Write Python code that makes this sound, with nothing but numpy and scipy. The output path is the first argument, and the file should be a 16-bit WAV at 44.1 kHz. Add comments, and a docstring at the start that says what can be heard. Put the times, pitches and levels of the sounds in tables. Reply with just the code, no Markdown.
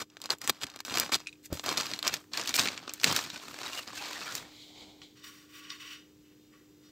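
"""Unwrapping a finned board

Hands tear and crumple a clear plastic bag close to a phone in a carpeted room and pull a finned board out.
Clumped creases and filtered noise make the film rustle; ringing noise bursts make it snap, low noise thumps.
Damped sines knock as a cutter is put down and the load picked up; rough tones chirp as taut film slides off.
Then fingers slide over the board, with noise and squeaky sines, and rub and tap its resonant fins. Wavering
mains tones and a faint hiss are the room; at times the stereo image narrows to the centre."""
import sys
import numpy as np
from scipy import signal
from scipy.fft import rfft, irfft, next_fast_len
from scipy.io import wavfile
from scipy.ndimage import uniform_filter1d, map_coordinates

SR = 44100
rng = np.random.default_rng(int(sys.argv[2]) if len(sys.argv) > 2 else 0)


def generate_wav(sig):
    """Save sig (samples, or channels by samples) to the path in sys.argv[1] as 16-bit PCM at SR."""
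    pcm = np.round(np.clip(np.atleast_2d(sig).T, -1, 1) * 32767).astype(np.int16)
    wavfile.write(sys.argv[1], SR, pcm)


N = 304727


def amp(db):
    """Gain of a level in dB."""
    return 10 ** (np.asarray(db) / 20)


def unit(x):
    """x at rms 1."""
    return x / np.sqrt(np.mean(x ** 2) + 1e-20)


def along(points, hz):
    """Values at hz, joined through (Hz, value) points on a log axis."""
    f, v = np.transpose(points)
    return np.interp(np.log(hz + 1), np.log(f + 1), v)


def curves(rows):
    """One curve for each column after the time, and a soft-edged gate open while the rows last."""
    s, *cols = np.transpose(rows)
    t = np.arange(N) / SR
    is_open = 1. * (t >= s[0]) * (t <= s[-1])
    gate = uniform_filter1d(is_open, size=600, mode="nearest")
    return [np.interp(t, s, c) for c in cols] + [gate]


def wobble(rate):
    """A smooth random curve, rate knots a second."""
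    knots = rng.standard_normal(int(N * rate / SR) + 4)
    return map_coordinates(knots, [np.arange(N) * rate / SR])


def filtered(x, response):
    """x times a response of frequency."""
    m = next_fast_len(x.shape[-1] + 8192)
    spectrum = rfft(x, m) * response(np.fft.rfftfreq(m, 1 / SR))
    return irfft(spectrum, m)[..., :x.shape[-1]]


def causal(spectrum):
    """Minimum-phase impulse response with this spectrum, by folding its cepstrum."""
    db = np.maximum(along(spectrum, np.fft.rfftfreq(2048, 1 / SR)), -60)
    cepstrum = irfft(np.log(amp(db)))
    cepstrum[1:1024] *= 2
    cepstrum[1025:] = 0
    return irfft(np.exp(rfft(cepstrum)))[:1024]


def thirds(x):
    """Low, middle and treble parts of x, each scaled to rms 1."""
    low = signal.sosfilt(signal.butter(5, 1500, "low", fs=SR, output="sos"), x)
    mid = signal.sosfilt(signal.butter(5, [1500, 8700], "band", fs=SR, output="sos"), x)
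    top = signal.sosfilt(signal.butter(3, 8700, "high", fs=SR, output="sos"), x)
    return unit(low), unit(mid), unit(top)


def noise(spectrum):
    """Steady noise of rms 1."""
    return unit(filtered(rng.standard_normal(N), lambda hz: amp(along(spectrum, hz))))


def strokes(rows):
    """Gain of overlapping strokes that swell, hold and fade; then the same gain for each of their parts."""
    swell_db = 14  # how far below its level a stroke sets in
    power, t = np.zeros((len(rows[0]) - 4, N)), np.arange(SR) / SR
    for s, swell, hold, fade, db, *parts_db in rows:
        peak_s = max(swell, 1e-3)
        rise_db = -swell_db * np.clip(1 - t / peak_s, 0, 1)
        fall_db = -20 * np.clip(t - peak_s - abs(hold), 0, 9) / max(fade, .004)
        part = power[:, round(abs(s) * SR):][:, :SR]
        shape = amp(rise_db + fall_db)[:part.shape[1]]
        levels = amp(db + np.array([0, *parts_db]))[:, None]
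        part += (levels * shape) ** 2
    return np.sqrt(power + 1e-20)


# Mains tones in the room. Each row: frequency in Hz, rms level in dB before wobble and sway.
HUM_TONES = [(301.5, -62), (349.9, -79.5), (398.4, -74.5), (500.6, -80.5)]
# Hiss of the room air at the microphone. Each row: frequency in Hz, relative level in dB per Hz.
AIR_SPECTRUM = [(15, -41), (40, -8.5), (100, -3.5), (200, -5), (450, -9), (620, -22), (1500, -24.5),
                (3500, -23), (7500, -24.5), (10000, -37), (13000, -28.5), (16500, -26.5)]
# The room is fainter at first. Each row: time in seconds, gain in dB.
ROOM_GAIN = [(0, -4.5), (.4, -2.5), (.84, -4.5), (1.2, 0), (6.91, 1)]


def room():
    """Mains tones, slightly unsteady in level and phase, over steady noise for the hiss."""
    t = np.arange(N) / SR
    hum = 0
    for hz, db in HUM_TONES:
        level = np.sqrt(2) * amp(db + 1.2 * wobble(24))
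        hum = hum + level * np.sin(2 * np.pi * hz * t + 0.41 * wobble(6))
    return amp(curves(ROOM_GAIN)[0]) * (hum + amp(-64) * noise(AIR_SPECTRUM))


def grains(count, spread_db, cycles, size):
    """Tiny creases: damped sines at scattered pitches, a few much larger than the rest."""
    when, pitch, chance = rng.random((count, 3)).T
    hz = 500 * 30 ** pitch
    k = np.arange(size)
    phase = hz[:, None] * k / SR  # in cycles
    height = amp(-spread_db * np.log(chance + 0.0042))[:, None] * np.sqrt(hz[:, None])
    shape = height * np.exp(-phase / cycles) * np.sin(2 * np.pi * phase)
    places = (when * N).astype(int)[:, None] + k
    return unit(np.bincount(places.ravel(), shape.ravel(), N + size)[:N])


# Colour of the film close to the microphone. Each row: frequency in Hz, relative level in dB per Hz.
FILM_SPECTRUM = [(150, -34.5), (250, 0.5), (570, -6.5), (931, -4), (1170, 0), (2050, -3), (2400, 0),
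                 (2960, -1), (4350, 2.5), (7500, -4), (9750, -15.5), (14600, -9), (16500, -24)]
# Squeezes and pulls of the film. Each row: start, swell and hold in seconds, fade in seconds for 20 dB
# (4 ms at least), level in dB, then low part, treble part and thump of the load in dB relative to it,
# all levels before trim.
FILM_STROKES = [(0, 0, 0.023, .016, -35.5, -6, -13.5, -15), (.09, 0.034, .07, 1, -66, -4, -16, -20),
                (.212, .003, .02, 0.15, -53, -9, -14, -25),
                (.236, 0.0075, 0.015, .02, -47.5, -2.5, -20, -20),
                (.3, 0.00066, 0.029, .018, -33.5, -2, -11.5, -21.5),
                (.405, 0.012, .01, 0.08, -45, -5, -12, -13.5),
                (.435, 0.01, 0.022, 0.12, -48.5, -7, -12, -12),
                (.475, 0.0038, 0.014, -0.02, -38.5, 0, -7, -15),
                (.49, 0.0095, 0.0017, -0.002, -26, -1.5, -2, -18), (.52, 0, 0.063, .1, -56, -5, -16, -30),
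                (.608, 0.027, .007, 0.0054, -33.5, -6.5, -13.5, -15.5),
                (.65, 0, 0.023, 0.17, -51.5, -3.5, -17, -20),
                (.735, 0.0071, 0.03, -0.03, -54.5, 0, -23, -9.5),
                (.8, 0.0051, 0.00044, -0.1, -41, 1, -6, -21), (.85, 0, 0, 0.22, -44.5, -12, -9, -23),
                (.87, 0.096, 0.046, 0.1, -32.5, -5, -14.5, -16),
                (1.118, 0.0042, 0.035, .01, -26.5, -7.5, -12.5, -25),
                (1.165, 0, 0.025, 0.17, -51.5, -10, -13.5, -20),
                (1.43, .028, .004, .018, -51, -26, -2, -25), (1.5, .01, .015, .03, -53, 2, -18, -14),
                (1.525, .012, 0, .12, -43, -9, -6, -13), (1.635, 0.045, 0.0088, 0.17, -31, -4, -17, -17),
                (1.773, 0.00038, 0, 0.1039, -29, -8.5, -15, -22),
                (1.82, 0.029, 0.083, .13, -40, -7, -15.5, -19),
                (2.026, 0.042, 0, 0.08, -29.5, -6, -20, -22),
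                (2.105, 0.031, 0.00051, 0.05, -33, -8.5, -15.5, -20),
                (2.15, .01, 0.016, .012, -44.5, -8, -13, -20),
                (2.185, 0.011, 0.023, 0.1, -62, -2.5, -5, -14),
                (2.314, 0.0032, .01, 0.5, -55, -4, -17, -20),
                (2.331, 0.0061, 0.014, 0.22, -37, -10, -18, -24),
                (2.365, 0.019, 0.031, 0.05, -36.5, -4.5, -17, -20),
                (2.43, 0.063, 0.0012, 0.12, -35, -9.5, -14.5, -19),
                (2.539, 0.014, 0.014, -0.06, -29, -11.5, -3.5, -26.5),
                (2.57, 0.016, 0.012, 0.04, -25, -11.5, -14.5, -24),
                (2.605, 0.0038, .01, 0.11, -31, -7.5, -11.5, -19.5),
                (2.64, 0.017, .03, .14, -36, -6, -22, -17), (2.77, .01, .02, .15, -49, -4, -20, -14),
                (2.84, .04, .02, .12, -50, -5, -20, -14), (2.935, .004, .004, .1, -46.5, -12, -12, -20),
                (2.995, .005, .03, .03, -50, -9, -8, -15), (3.03, 0.015, 0.024, 0.24, -27, -10, -16, -16),
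                (3.15, 0.0084, 0.0057, 0.08, -28, -6.5, -11.5, -18.5),
                (3.298, .002, 0, 0.3, -44.5, -30, -23, -27), (3.33, 0.00025, .03, .2, -46, -7, -15, -13),
                (3.4, .025, .01, .1, -46, -6, -14, -16), (3.46, .02, .04, .1, -49, -6, -9, -12),
                (3.53, .13, 0.00072, .15, -38, -5, -15, -23), (3.69, 0.069, 0.028, .1, -39.5, -9, -11, -24),
                (3.872, 0, 0, 0.2, -43, -6, -16, -12.5), (3.93, 0.048, 0, 0.13, -38, -13, -14, -23),
                (4.0, 0.016, 0.29, .2, -40, -7, -17, -25), (4.3, 0.048, .015, .085, -40.5, -8, -8, -14)]


def rustle():
    """Dense small creases and ringing pockets of taut film over a sliding hiss, coming in clumps."""
    level, low_level, top_level, _ = strokes(FILM_STROKES)
    clumps = amp(0.52 * wobble(60) + 2.18 * wobble(250))
    creases = grains(count=14000, spread_db=1.5, cycles=1.4, size=200)
    pockets = grains(count=2500, spread_db=3.0, cycles=24, size=1200)
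    cracks = grains(count=1200, spread_db=2.8, cycles=1.2, size=120)
    hiss = rng.standard_normal(N)
    sheet = 0.84 * creases + 0.55 * cracks + 0.55 * pockets + 1.3 * hiss
    low, mid, top = thirds(signal.fftconvolve(clumps * sheet, causal(FILM_SPECTRUM))[:N])
    # crisp film is brighter already below the treble
    edge = filtered(mid, lambda hz: 1 / (1 + (5500 / (hz + 1)) ** 6))
    crispness = (amp(9.5) * top_level / level) ** 0.56
    mid = mid + (crispness - 1) * edge
    return amp(-2.5) * level * mid + amp(-0.38) * low_level * low + amp(-1.05) * top_level * top


# Weight of the bag and its load. Each row: frequency in Hz, relative level in dB per Hz.
THUD_SPECTRUM = [(15, -52), (45, -22), (80, -2.5), (140, 1), (260, 0), (400, -9), (700, -39.5),
                 (1100, -120)]


def handling():
    """Low puffs and bumps of the bag and its load, which follows each squeeze sluggishly."""
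    lag_s = 0.0048
    load = strokes(FILM_STROKES)[-1]
    keep = np.exp(-1 / (lag_s * SR))
    sluggish = np.sqrt(signal.lfilter([1 - keep], [1, -keep], load ** 2))
    puffs = unit(amp(2.7 * wobble(40)) * noise(THUD_SPECTRUM))
    return amp(2.5) * sluggish * puffs


def snap(t60, hz, colour):
    """A sharp crack and a dying rattle through a colour, with a peak at hz; three parts at peak 1."""
    t = np.arange(SR // 10) / SR
    decay = 0.42 * amp(-60 * t / max(t60, .004)) + amp(-60 * t / 0.0044)
    rattle = rng.standard_normal(len(t)) * decay
    rattle[0] += 4.5  # the crack
    low, mid, top = thirds(signal.fftconvolve(rattle, colour)[:len(t)])
    mid = mid + 1.3 * signal.lfilter(*signal.iirpeak(hz, 3.5, SR), mid)
    return [part / abs(part).max() for part in (low, mid, top)]


# Creases that flip. Each row: start in seconds, level in dB, ring in Hz, low part and treble part
# in dB relative to the level, all levels before trim.
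CREASE_FLIPS = [(0.1007, -45, 5730, -21, -22), (0.1693, -32, 3080, -6, -27), (0.2024, -43, 1630, -5, -15),
                (0.2166, -26.5, 3590, -26, -13), (0.2404, -27, 5100, -14, -17),
                (0.258, -21.5, 4730, -15, -19), (0.2919, -36, 1500, -1, -26), (0.3043, -10, 4320, -25, -29),
                (0.385, -43.5, 7100, -23, -6), (0.4164, -23.5, 1880, -22, -12),
                (0.4417, -27.5, 2140, -12, -17), (0.4454, -32, 5770, -6.5, -8),
                (0.476, -14.5, 7310, -14.5, -13), (0.4959, -7.5, 3730, -17, -23),
                (0.6141, -30, 2920, -24, -24), (0.6237, -24, 2740, -27, -23), (0.6342, -18, 2620, -24, -22),
                (0.668, -29.5, 1570, -25, -18), (0.7005, -31.5, 4110, -29, -17),
                (0.7397, -38, 2560, -17, -27), (0.761, -30, 2100, -8, -14), (0.7724, -38, 4150, -13, -28),
                (0.7904, -34, 1500, -15, -21), (0.8044, -22.5, 1910, -28, -21),
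                (0.8505, -23.5, 4340, -16, -16.5), (0.8813, -31.5, 1530, -1, -22),
                (0.8976, -24, 3810, -12, -28), (0.9244, -28, 5110, -6, -26), (0.941, -16.5, 4650, -31, -41),
                (0.957, -17.5, 4580, -10, -19), (0.9729, -12, 1850, -12, -19),
                (0.9842, -15.5, 3680, -22, -10), (0.9988, -11, 4990, -29, -6),
                (1.0625, -28, 2330, -17, -32), (1.0934, -31, 1720, -1, -28), (1.1209, -19, 2600, -15, -27),
                (1.1334, -24.5, 2480, -16, -19), (1.1438, -9, 4810, -37, -24),
                (1.1529, -15, 3390, -29, -18), (1.1964, -40, 5030, -17, -20),
                (1.2028, -33.5, 5520, -7.5, -22), (1.2132, -40, 4830, -8, -27),
                (1.4591, -34, 7880, -29, -8), (1.5287, -26.5, 3410, -11, -7), (1.5725, -28, 4090, -11, -34),
                (1.5958, -19.5, 3560, -13.5, -34), (1.64, -26, 3390, -7.5, -11),
                (1.6618, -20.5, 5310, -11, -14), (1.6908, -11.5, 4790, -14, -23),
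                (1.7736, -13.5, 4500, -19, -19), (1.7772, -13, 4220, -22, -23),
                (1.8008, -18, 4400, -10.5, -24), (1.8104, -17.5, 5450, -29, -20),
                (1.8674, -23, 2680, -29, -32), (1.9041, -28, 4530, -15, -31),
                (1.9148, -21.5, 3670, -11, -25), (1.936, -16, 3840, -32, -30),
                (1.9616, -29.5, 4520, -19, -21), (1.9905, -21, 4360, -17.5, -19),
                (2.028, -15.5, 3760, -17, -20), (2.0492, -23, 2360, -12, -21),
                (2.0712, -14, 2660, -19, -16), (2.0778, -10, 5220, -28, -17.5),
                (2.14, -17, 4610, -17, -12.5), (2.167, -26, 1500, -23, -29), (2.335, -18, 4220, -22, -25),
                (2.374, -15, 4460, -23, -22), (2.3966, -20, 1730, -11.5, -29),
                (2.4139, -19.5, 5400, -16, -29), (2.4366, -27, 5180, -22, -21),
                (2.4508, -29, 4620, -17, -31), (2.4588, -26, 2790, -19, -17),
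                (2.4743, -18, 4330, -21.5, -18), (2.4927, -14.5, 5470, -20, -16),
                (2.5414, -10, 3130, -27, -19), (2.5626, -19.5, 4290, -18, -20),
                (2.5782, -18.5, 2480, -16.5, -19), (2.587, -15.5, 2290, -20, -16),
                (2.5946, -3, 5950, -29, -25), (2.6353, -21, 5430, -13, -21),
                (2.6564, -15.5, 2640, -16, -25), (2.6741, -14.5, 2330, -15.5, -27),
                (2.6858, -14, 2420, -25, -37), (2.7194, -29, 1560, -11, -27), (2.7314, -32, 2300, -10, -29),
                (2.7767, -24.5, 2220, -19, -43), (2.8784, -26, 2410, -6, -36),
                (2.8942, -25, 2440, -13, -33), (2.9371, -22.5, 7330, -30, -3.5),
                (2.9994, -29.5, 5250, -19.5, -24), (3.0141, -27.5, 5670, -13, -25),
                (3.0342, -14.5, 2330, -14.5, -14.5), (3.043, -2, 2450, -27, -18.5),
                (3.113, -17, 4010, -10, -19), (3.1254, -14.5, 2610, -10, -14.5),
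                (3.1504, -24, 1500, -11, -10), (3.1636, -10.5, 3530, -46.5, -11),
                (3.1894, -20, 1830, -16, -26), (3.2399, -26, 2320, -16, -15),
                (3.3016, -23.5, 3390, -27, -25), (3.3597, -31, 2390, -20, -29),
                (3.4825, -31.5, 1570, -5.5, -29), (3.5425, -31, 1500, -4.5, -15),
                (3.5889, -28, 2870, -10, -18), (3.6157, -28, 4010, -15, -23), (3.6324, -26, 1700, -12, -28),
                (3.6616, -27, 3860, -16.5, -26), (3.7325, -23.5, 3710, -25, -23),
                (3.7763, -24.5, 2830, -17, -26), (3.8766, -26, 4150, -13, -30),
                (4.0388, -28, 3890, -25, -25), (4.0652, -31, 3590, -20, -22), (4.1302, -30, 2360, -17, -17),
                (4.2073, -28.5, 3250, -17, -26), (4.2144, -29, 1980, -12, -25),
                (4.3524, -19, 5030, -32, -10), (4.3794, -33, 4150, -16, -15)]


def snaps():
    """Each crease flips over with its own pitch, weight and brightness."""
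    out, colour = np.zeros(N + SR), causal(FILM_SPECTRUM)
    for s, db, hz, low_db, top_db in CREASE_FLIPS:
        low, mid, top = snap(0.033, hz, colour)
        flip = mid + amp(low_db + 2.6) * low + amp(top_db + 7) * top
        out[round(s * SR):][:len(mid)] += amp(db - 1.2) * flip
    return out[:N]


def knocks(events, modes, attack, crack):
    """Every blow cracks and rings the same modes, each mode at a level that varies from blow to blow."""
    out, t = np.zeros(N + SR), np.arange(SR // 4) / SR
    for s, db in events:
        ring = 0
        for hz, level, t60 in modes:
            ring = ring + amp(level + rng.normal(0, 3.7) - 60 * t / t60) * np.sin(2 * np.pi * hz * t)
        contact = crack * thirds(rng.standard_normal(len(t)))[1] * amp(-60 * t / 0.047)
        out[round(s * SR):][:len(t)] += amp(db) * (ring * (1 - np.exp(-t / attack)) + contact)
    return out[:N]


# A small cutter is put down and bounces. 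Each row: start in seconds, strength in dB.
CUTTER_BLOWS = [(1.261, -46), (1.2705, -21.5), (1.279, -40), (1.2855, -37), (1.292, -40), (1.3276, -38),
                (1.3553, -58)]
# Modes of the cutter. Each row: frequency in Hz, mean level in dB, time to fall 60 dB in seconds.
CUTTER_MODES = [(2514, 0.5, 0.022), (2620, -1, 0.01), (3180, -8, 0.0071), (3900, -3, 0.0089),
                (5420, -9, 0.0068)]


def cutter():
    """The cutter's shell rings high and briefly at each blow."""
    return knocks(CUTTER_BLOWS, CUTTER_MODES, attack=0.00076, crack=0.13)


# The wrapped board is picked up with a bump. Each row: start in seconds, strength in dB.
LOAD_BLOWS = [(1.502, -44), (1.514, -42), (1.5255, -23), (1.54, -38), (1.552, -40)]
# Modes of the load. Each row: frequency in Hz, mean level in dB, time to fall 60 dB in seconds.
LOAD_MODES = [(79.6, -9.5, 0.1), (111, -8, 0.07), (179, 1, 0.034), (300, 4, .018), (554, 1, 0.021),
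              (780, -5, .015)]


def pickup():
    """The heavier load rings low at each blow."""
    return knocks(LOAD_BLOWS, LOAD_MODES, attack=0.0016, crack=.02)


# Taut film sings briefly as it slides off the board. Each row: start in seconds, pitch in Hz,
# level in dB, length in seconds.
FILM_CHIRPS = [(3.657, 3900, -35.5, 0.017), (3.723, 2800, -39.5, 0.023), (3.763, 2850, -37, 0.048),
               (3.964, 2620, -43, 0.063), (4.0, 850, -42.5, 0.042), (4.15, 1890, -40.5, 0.028),
               (4.209, 1400, -43, 0.027), (4.254, 1417, -42, 0.07)]


def chirps():
    """Short tones under a smooth swell, roughened by a random walk of the phase."""
    out = np.zeros(N)
    for s, hz, db, length in FILM_CHIRPS:
        t = np.arange(round(length * SR)) / SR
        wander = np.cumsum(rng.normal(0, 0.11, len(t)))
        tone = np.sin(2 * np.pi * hz * t + wander)
        out[round(s * SR):][:len(t)] += amp(db) * np.sin(np.pi * t / length) * tone
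    return out


# A hand slides along the board. Each row: time in seconds, level in dB, low part in dB relative to it,
# both before trim.
HAND_SLIDE = [(4.4, -56, 2), (4.458, -60, 1), (4.606, -51.5, -19.5), (4.714, -57, -8), (4.828, -52.5, -6.5),
              (4.852, -55.5, -4), (5.01, -65, -3), (5.03, -51.5, -12), (5.15, -74, -18)]
# Colour of skin on the board. Each row: frequency in Hz, relative level in dB per Hz.
SKIN_SPECTRUM = [(290, -5), (500, -8), (800, -5), (1200, -17), (1750, -22), (2200, -4), (2700, -13),
                 (3150, -0.5), (4100, -0.5), (5000, -8), (5800, -13), (7300, -12), (9000, -24.5),
                 (16000, -19)]
# A thin squeak in the slide. Each row: time in seconds, pitch of its fourth multiple in Hz,
# level in dB before the trim of each multiple.
SQUEAK_PATH = [(4.47, 11800, -85), (4.56, 12801, -75), (4.586, 12770, -76), (4.68, 12087, -75),
               (4.72, 11714, -84), (4.8, 12400, -86), (4.86, 11500, -84)]
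# A second, lower strand of the squeak. Each row: time in seconds, pitch in Hz, level in dB before trim.
STRAND_PATH = [(4.61, 8900, -80), (4.648, 9557, -76), (4.724, 8750, -77), (4.77, 9000, -86),
               (4.805, 9658, -79), (4.87, 8738, -82)]


def slide():
    """Smooth skin hiss with faint squeaks, one of them heard in its upper multiples."""
    db, low_db, gate = curves(HAND_SLIDE)
    low, mid, top = thirds(noise(SKIN_SPECTRUM))
    skin = mid + amp(low_db + 1.8) * low + amp(-20) * top
    hiss = amp(db - 0.9 + 0.86 * wobble(30)) * skin
    hz, squeak_db, squeak_gate = curves(SQUEAK_PATH)
    turns = np.cumsum(hz * (1 + .002 * wobble(80))) / SR / 4  # cycles of the unheard fundamental
    squeak = 0
    for multiple, trim_db in ((3, -3), (4, 1.5), (5, -1.5)):
        squeak = squeak + amp(trim_db) * np.sin(2 * np.pi * multiple * turns)
    hz, strand_db, strand_gate = curves(STRAND_PATH)
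    strand = np.sin(2 * np.pi * np.cumsum(hz * (1 + .002 * wobble(80))) / SR)
    squeaks = squeak_gate * amp(squeak_db) * squeak + strand_gate * amp(strand_db - 1) * strand
    return gate * hiss + squeaks


# Resonances of the fins. Each row: frequency in Hz, width in Hz, gain in dB.
FIN_MODES = [(1132, 36, 11), (1430, 29, 5), (1937, 53, 2), (2647, 49, 3), (2940, 42, 7), (3660, 46, 8),
             (4370, 64, 5.5), (4840, 55, 10), (5650, 66, 13), (7000, 24, -2), (12020, 88, 7)]
# Colour of rubbing before the fins ring. Each row: frequency in Hz, relative level in dB per Hz.
RUB_SPECTRUM = [(350, -61), (800, -33), (1050, -10), (2200, -2.5), (3000, -0.5), (6000, -13), (8000, -18),
                (10000, -27), (15000, -21), (16500, -16)]
# Fingers rub the fins. Each row: start, swell and hold in seconds, fade in seconds for 20 dB
# (4 ms at least), level in dB, then treble part, low part and long fins in dB relative to it,
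# all levels before trim.
FIN_RUBS = [(5.15, 0.021, .03, 0.6, -61.5, -17, -4, -5), (5.232, 0.0094, 0.034, .28, -56.5, -5, 0.5, -4),
            (5.49, 0.052, 0.032, 0.11, -57.5, -5, 0.5, 3), (5.58, 0.047, 0.098, .05, -60.5, -12, 2, 4.5),
            (5.695, 0.0089, 0.002, 0.01, -46, -25, -7, -8), (5.714, 0, 0.0017, 0.2, -52, -12, 1, 1),
            (5.79, 0.014, 0.13, 0.11, -55, -10.5, 0, 6), (5.93, 0.01, 0.053, 0.03, -63.5, -14, 0, 5),
            (6.23, 0.023, 0.095, -0.3, -82, -5, 3, 10.5), (6.33, .11, 0, 0.19, -74.5, -14, -16, -11),
            (6.52, 0.0059, 0.038, 0.18, -75, -7, 8, 2), (6.79, 0.049, 0.013, 1, -69, -13, -3.5, -11)]
# Nails on the board. Each row: start in seconds, level in dB before the fins ring,
# time for the rattle to fall 60 dB in seconds.
NAIL_TAPS = [(5.0173, -38.5, 0.017), (5.243, -43.5, 0.025), (5.7029, -30, 0.059), (5.9093, -43, 0.03)]


def fin_response(f):
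    """The direct sound plus a resonance for each mode of the fins."""
    response = 1
    for centre, width, db in FIN_MODES:
        damping = 1j * f * width
        response = response + amp(db) * damping / (centre ** 2 - f ** 2 + damping)
    return response


def board():
    """Rubbing noise and nail taps ring the resonances of the fins."""
    level, top_level, low_level, long_level = strokes(FIN_RUBS)
    colour = causal(RUB_SPECTRUM)
    scrape = amp(1.6 * wobble(50)) * rng.standard_normal(N)
    rung = filtered(signal.fftconvolve(scrape, colour)[:N], fin_response)
    _, mid, top = thirds(rung)
    long_fins = unit(filtered(rung, lambda f: 1 / (1 + ((f - 2800) / 550) ** 4)))
    short_fins = unit(filtered(mid, lambda f: 1 / (1 + (3300 / (f + 1)) ** 8)))
    under = unit(filtered(rung, lambda f: 1 / (1 + (f / 2250) ** 12)))
    rubbed = level * short_fins + amp(-2.0) * low_level * under
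    rubbed = rubbed + amp(6.0) * top_level * top + amp(-5.0) * long_level * long_fins
    taps = np.zeros(N + SR)
    for s, db, t60 in NAIL_TAPS:
        low, mid, top = snap(t60, 4200, colour)
        taps[round(s * SR):][:len(mid)] += amp(db) * (mid + 0.22 * low + .15 * top)
    return amp(2.0) * rubbed + filtered(taps[:N], fin_response)


# The stereo image narrows to the centre at times. Each row: time in seconds, share of the wave's slope put
# between left and right.
STEREO_WIDTH = [(0, 0.74), (2.12, 0.48), (2.14, 0.0013), (4.4, 0.0021), (4.42, 0.099), (5.5, 0.098),
                (5.52, 0.05), (5.95, 0), (6.0, 0.58), (6.91, 0.68)]


def scene():
    """All sources summed, with a share of the wave's slope added on the left and taken off on the right."""
    mid = room() + rustle() + handling() + snaps() + cutter() + pickup() + chirps() + slide() + board()
    slope = filtered(mid, lambda hz: -1j * np.sin(np.pi * hz / SR))
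    side = curves(STEREO_WIDTH)[0] * slope
    return np.array([mid + side, mid - side])


def record(dry):
    """The phone's microphone loses the deepest bass and keeps almost nothing above its band limit."""
    low_hz, top_hz = 54, 15800
    thin = filtered(dry, lambda hz: 1j * hz / (low_hz + 1j * hz))
    return filtered(thin, lambda hz: 1 / (1 + (hz / top_hz) ** 300))


dry = scene()
out = record(dry)
generate_wav(out)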